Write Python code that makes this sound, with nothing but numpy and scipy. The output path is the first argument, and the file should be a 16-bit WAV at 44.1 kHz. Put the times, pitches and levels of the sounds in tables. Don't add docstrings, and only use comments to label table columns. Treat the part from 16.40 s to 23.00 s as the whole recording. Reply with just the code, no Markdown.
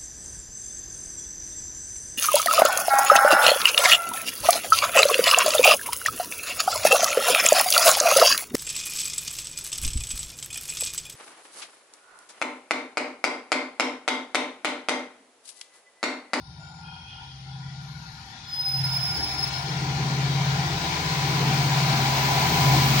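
import sys
import numpy as np
from scipy import signal
from scipy.fft import rfft, irfft
from scipy.io import wavfile
from scipy.ndimage import uniform_filter1d

SR = 44100
rng = np.random.default_rng(int(sys.argv[2]) if len(sys.argv) > 2 else 0)


def digitize_waveform(pressure):
    field = np.atleast_2d(pressure).T
    bounded = np.clip(field, -1, 1)
    quanta = np.round(bounded * 32767).astype(np.int16)
    wavfile.write(sys.argv[1], SR, quanta)


N = 291060

FRAME, HOP = 2048, 512
TIME = np.arange(N) / SR
FRAME_TIME = np.arange(N // HOP + 5) * HOP / SR
BIN_HZ = np.fft.rfftfreq(FRAME, 1 / SR)

# (time [s], level [dB])
ROLLING_LEVEL = [(0.06, -67.5), (2.32, -53), (2.45, -48), (3.93, -41.5), (6.55, -34)]
# (time [s], level [dB])
GROWL_LEVEL = [(0.06, -70), (1.75, -70), (2.67, -63), (2.76, -44.5), (3.24, -56), (3.27, -44.5),
               (6.4, -36.5)]
# (time [s], level [dB])
HOWL_LEVEL = [(0.06, -57.5), (0.38, -48.5), (1.04, -58), (1.07, -52.5), (2.08, -52), (2.57, -40),
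              (6.31, -29), (6.55, -32.5)]
CLOSE_DB = -36.5


def gain_of(db):
    return 10 ** (np.asarray(db) / 20)


def evened(x):
    return x / np.sqrt(np.mean(x ** 2) + 1e-20)


def at(rows, t):
    s, *columns = np.transpose(rows)
    return np.array([np.interp(t, s, c) for c in columns])


def shape(rows):
    hz, *columns = np.transpose(rows)
    return np.array([np.interp(np.log(BIN_HZ + 1), np.log(hz), c) for c in columns])


def level(rows):
    return at(rows, FRAME_TIME).T


def peak(hz, width):
    return 1 / (1 + 2 * ((BIN_HZ - hz) / width) ** 2)


def wander(rate):
    t = TIME[::64]
    hz = np.fft.rfftfreq(len(t), t[1])
    spectrum = rfft(rng.standard_normal(len(t))) / (1 + (hz / rate) ** 4)
    return np.interp(TIME, t, evened(irfft(spectrum, len(t))))


def patches(size):
    field = rng.standard_normal((len(FRAME_TIME), len(BIN_HZ)))
    smooth_in_time = uniform_filter1d(field, size[0], axis=0)
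    return evened(uniform_filter1d(smooth_in_time, size[1], axis=1))


def noise(density):
    # (frequency [Hz], coherence, phase by which left leads [rad])
    microphone_pair = [(170, .99, 0), (380, .92, -.3), (560, .72, -.5), (800, .76, -.4), (980, .45, 0),
                       (1100, .1, -1.5), (1420, .55, -2.6), (1900, .35, -2.4), (2250, .5, -.1),
                       (2700, .2, 1.5), (4000, .12, 2.6), (7000, .03, 0)]
    a, b, c, d = rng.standard_normal((4, len(FRAME_TIME), len(BIN_HZ)))
    coherence, lead = shape(microphone_pair)
    coherence = np.clip(coherence, -1, 1)
    left, unshared = a + 1j * b, c + 1j * d
    right = (coherence * left + np.sqrt(1 - coherence ** 2) * unshared) * np.exp(-1j * lead)
    spectra = np.array([left, right]) * density * np.sqrt(1.5 * SR / FRAME)
    _, pair = signal.istft(spectra.swapaxes(-1, -2), nperseg=FRAME, noverlap=FRAME - HOP)
    return pair[:, :N]


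def trees(x, t60, wet_db):
    t = TIME[:SR]
    sparse = rng.standard_normal((2, SR)) * (rng.random((2, SR)) < .05)
    tail = sparse * gain_of(-60 * t / t60)
    tail *= gain_of(wet_db) / np.linalg.norm(tail, axis=1, keepdims=True)
    scattered = signal.fftconvolve(x[None], tail, axes=1)[:, :N]
    return (x + scattered) / np.hypot(1, gain_of(wet_db))


def fading_tone(turns, rough, rate):
    fading = (1 + rough * (wander(rate) + 1j * wander(rate))) / np.sqrt(1 + 2 * rough ** 2)
    return np.sqrt(2) * (fading * np.exp(2j * np.pi * turns)).real


def nearness():
    approach_db = 22
    return np.clip(1 + (level(ROLLING_LEVEL) - CLOSE_DB) / approach_db, 0, 1.1)


def rumble_curve():
    close_rumble_db, slope, lowest_db = -34, 0.69, -50
    return [(s, max(close_rumble_db + slope * (db - CLOSE_DB), lowest_db)) for s, db in ROLLING_LEVEL]


def insects(edge_s=0.027):
    # (start [s], end [s], centre [Hz], width [Hz], left density [dB per Hz], right density [dB per Hz])
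    insect_bands = [(0, 5.9, 4640, 890, -84, -101), (0, 6.6, 5340, 260, -79.5, -86),
                    (0, 6.6, 9370, 686, -106, -94), (0, 0.39, 3730, 130, -78, -93),
                    (.2, 0.42, 7020, 330, -85, -89), (1.18, 1.66, 7060, 330, -91, -93),
                    (1.42, 1.93, 11330, 415, -106, -93.5), (1.739, 2.2, 7120, 326, -88, -89.5)]
    power = 0
    for start, end, hz, width, left_db, right_db in insect_bands:
        inside = np.minimum(FRAME_TIME - start, end - FRAME_TIME)
        gate = np.clip(inside / edge_s + .5, 0, 1)[:, None]
        band = np.exp(-2 * ((BIN_HZ - hz) / width) ** 2)
        power = power + (gain_of([[[left_db]], [[right_db]]]) * gate * band) ** 2
    return noise(np.sqrt(power))


def exhaust(throb_trim_db=-3.5, rough=.2, side_rough=0.5, first_throb_turns=.52, pipe_lag_turns=0.11):
    # (time [s], speed [turns per s])
    crank = [(0.0, 16.85), (0.8, 16.83), (2.1, 16.55), (2.7, 16.54), (3.6, 16.93), (4.3, 17.13),
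             (5.4, 16.79), (6.6, 16.83)]
    # (time [s], boom level at the firing rate [dB], level of the uneven throb before its trim [dB])
    exhaust_levels = [(0.06, -59, -56), (0.11, -52, -51.5), (0.49, -64, -44.5), (0.84, -50.5, -63),
                      (1.16, -37.5, -46), (1.69, -43.5, -45), (2.01, -73.5, -71), (2.41, -29.5, -37.5),
                      (2.84, -44, -45.5), (3.17, -37.5, -41), (3.33, -31, -34.5), (4.14, -25, -30.5),
                      (4.58, -46, -36), (4.85, -26.5, -30.5), (5.54, -25, -28), (5.75, -29, -40),
                      (6.04, -27, -29.5), (6.13, -34, -27.5), (6.3, -20, -27), (6.55, -24.5, -29)]
    # (multiple of crank speed, level against the throb [dB])
    throb_lines = [(7, -12.5), (9, 1.5), (10, -1.5), (11, -16.5)]
    # (time [s], level [dB])
    drone_level = [(0.08, -68.5), (3.27, -56), (3.66, -38), (4.75, -63.5), (5.09, -36.5), (5.36, -48),
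                   (5.57, -36), (5.77, -43.5), (6.55, -33)]
    # (multiple of crank speed, level against the layer's curve [dB])
    rumble_lines = [(2, -44), (3, -27), (4, -9.5), (5, -11), (6, -14.5)]
    drone_lines = [(12, -11), (13, -3), (14, -14.5), (15, -9.5), (16, -9.5)]
    growl_lines = [(18, -6.5), (20, -24), (22, -12.5), (24, -13.5), (25, -11)]
    firing_order = 8
    turns = np.cumsum(at(crank, TIME)[0]) / SR - first_throb_turns
    boom_db, throb_db = at(exhaust_levels, TIME)
    out = gain_of(boom_db) * fading_tone(firing_order * turns, rough / 2, rate=5.1)
    for order, db in throb_lines:
        lag = pipe_lag_turns * (order - firing_order) ** 2
        out += gain_of(throb_db + throb_trim_db + db) * fading_tone(order * turns + lag, rough, rate=4.8)
    layers = [(rumble_lines, rumble_curve()), (drone_lines, drone_level), (growl_lines, GROWL_LEVEL)]
    for lines, curve in layers:
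        layer_db = at(curve, TIME)[0]
        for order, db in lines:
            out += gain_of(layer_db + db) * fading_tone(order * turns + rng.random(), side_rough, rate=1.9)
    return out * gain_of([[.8], [-.8]])


def engine_noise(rumble_trim_db=-1, growl_patchy_db=3.0, rumble_patchy_db=2.5):
    # (frequency [Hz], density against the layer's level [dB per Hz])
    rumble_shape = [(10, -59), (25, -52), (42, -40), (65, -30.5), (110, -20.5), (170, -26.5), (230, -42.5),
                    (400, -57), (900, -75.5)]
    growl_shape = [(100, -50), (220, -30.5), (310, -22.5), (420, -27), (520, -30), (640, -42.5),
                   (1000, -36.5), (2500, -83)]
    rumble_db = rumble_trim_db + level(rumble_curve()) + shape(rumble_shape)
    rumble = gain_of(rumble_db + rumble_patchy_db * patches(size=(20, 12)))
    growl_db = level(GROWL_LEVEL) + shape(growl_shape)
    growl = gain_of(growl_db + growl_patchy_db * patches(size=(4, 6)))
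    return noise(np.hypot(rumble, growl) * gain_of([[[1]], [[-1]]]))


def rolling(patchy_db=1.0, far_patchy_db=2.0, flicker_db=0.43):
    # (frequency [Hz], left density [dB per Hz], right density [dB per Hz])
    far_colour = [(288, -35, -33), (550, -53, -55), (1170, -32, -33), (1810, -23, -33), (2340, -27.5, -31),
                  (2800, -27.5, -42), (3450, -23, -37), (4580, -20.5, -46), (4940, -31.5, -29),
                  (5970, -26.5, -42), (7210, -40.5, -54.5), (9140, -83, -44), (11400, -87, -88),
                  (15600, -61, -83)]
    near_colour = [(560, -32, -54), (1110, -28, -27), (1490, -23.5, -27.5), (2390, -26.5, -26.5),
                   (2750, -26.5, -29), (3700, -25, -32.5), (4170, -23, -32.5), (6140, -29.5, -38),
                   (7000, -35, -38), (8670, -45.5, -40.5), (9900, -61, -38.5), (9950, -49.5, -56),
                   (13670, -53.5, -57), (15100, -32.5, -43)]
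    near = nearness()
    colour_db = (1 - near) * shape(far_colour)[:, None] + near * shape(near_colour)[:, None]
    gusts_db = (patchy_db + far_patchy_db * (1 - near)) * patches(size=(7, 10))
    gusts_db += flicker_db * patches(size=(4, 400))
    return noise(gain_of(level(ROLLING_LEVEL) + colour_db + gusts_db))


def howl(trim_db=-0.82, patchy_db=1.68, far_patchy_db=2.34):
    # (frequency [Hz], width [Hz], level when far [dB], level when near [dB], left-right difference [dB])
    rings = [(713, 124, -38.5, -26.5, 1.5), (787.6, 62, -24, -22.5, 1), (935, 93, -26.5, -29.5, 11.5),
             (1009, 91, -33.5, -26.5, -1.5), (1428, 53, -20, -34, 7), (2247, 210, -44, -35, 13.5)]
    near, side = nearness(), np.array([.5, -.5])[:, None, None]
    power = 0
    for hz, width, far_db, near_db, pan_db in rings:
        ring_db = (1 - near) * far_db + near * near_db + side * pan_db
        power = power + (gain_of(ring_db) * peak(hz, width)) ** 2
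    gusts_db = (patchy_db + far_patchy_db * (1 - near)) * patches(size=(9, 6))
    return noise(np.sqrt(power) * gain_of(trim_db + level(HOWL_LEVEL) + gusts_db))


def whines(rough=0.2, drift_hz=2.5):
    # (frequency [Hz], level when far [dB], level when near [dB], left-right difference [dB])
    whine_tones = [(786, -8.5, -12.5, 12), (990, -21, -8, -12.5), (1410, -10.5, -24, -8.5)]
    near = np.interp(TIME, FRAME_TIME, nearness()[:, 0]) ** 2
    howl_db, side = at(HOWL_LEVEL, TIME)[0], np.array([[.5], [-.5]])
    out = np.zeros((2, N))
    for hz, far_db, near_db, pan_db in whine_tones:
        turns = np.cumsum(hz + drift_hz * wander(1.93)) / SR
        pair = np.array([fading_tone(turns, rough, rate=1.8), fading_tone(turns, rough, rate=10.6)])
        out += pair * gain_of(howl_db + (1 - near) * far_db + near * near_db + side * pan_db)
    return out


def toots(trim_db=2, jitter_hz=40):
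    # (start [s], length [s], frequency [Hz], glide [Hz per s], level [dB])
    toot_partials = [(0.414, 0.12, 2520, -400, -52.5), (0.422, 0.19, 2870, 7.5, -62),
                     (0.438, 0.18, 3228, 3, -50), (0.637, 0.072, 2500, -400, -52.5),
                     (0.674, .1, 2850, 700, -53), (0.661, 0.14, 3200, 0, -48.5),
                     (0.671, 0.087, 3386, 802, -48.5), (1.107, 0.067, 3400, -1, -52.5),
                     (1.96, 0.25, 3385, 1, -52.5)]
    out = np.zeros(N)
    for start, length, hz, glide, db in toot_partials:
        age = TIME - start
        gate = np.clip(np.minimum(age, length - age) / 0.011, 0, 1)
        turns = np.cumsum(hz + glide * age + jitter_hz * wander(70)) / SR
        out += gain_of(db + trim_db) * gate * np.sqrt(2) * np.sin(2 * np.pi * turns)
    return trees(out, t60=1.34, wet_db=6)


def squeal(attack_s=0.12, release_s=0.44, grip_s=0.015, jitter_hz=15, flutter_db=2.5):
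    # (start [s], length [s], starting pitch [Hz], glide [Hz per s], level [dB])
    squealing_wheels = [(2.025, 1.12, 5047, 55, -30.5), (2.15, 1.236, 5091, 62.5, -33.5),
                        (2.379, 1.12, 5226, -18.5, -34)]
    # (multiple of its pitch, left level [dB], right level [dB])
    squeal_partials = [(1, 1.5, -2), (2, -20, -18), (3, -20, -35)]
    # (time [s], extra level [dB], where 0 leaves the squeal unchanged)
    flange_grips = [(2.305, 6.5), (2.55, 7), (2.83, 0), (3.037, 7.5)]
    out = np.zeros((2, N))
    for start, length, hz, glide, db in squealing_wheels:
        age = TIME - start
        gate = np.clip(age / attack_s, 0, 1) ** 2 * np.clip((length - age) / release_s, 0, 1)
        turns = np.cumsum(hz + glide * age + jitter_hz * wander(44.7)) / SR
        for multiple, left_db, right_db in squeal_partials:
            tone = np.sqrt(2) * gain_of(db) * gate * np.sin(2 * np.pi * multiple * turns)
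            out += gain_of([[left_db], [right_db]]) * trees(tone, t60=0.15, wet_db=6.0)
    grips_db = sum(db * np.exp(-((TIME - s) / grip_s) ** 2) for s, db in flange_grips)
    flutter = evened(gain_of(flutter_db * wander(33)))
    return gain_of(grips_db) * flutter * out


def scene():
    wood = insects() + toots()
    engine = exhaust() + engine_noise()
    running_gear = rolling() + howl() + whines() + squeal()
    return wood + engine + running_gear


def record(dry):
    edge_hz = 15950
    low_pass = signal.firwin(1023, edge_hz, window=("kaiser", 9), fs=SR)
    return signal.oaconvolve(dry, low_pass[None], "same")


dry = scene()
out = record(dry)
digitize_waveform(out)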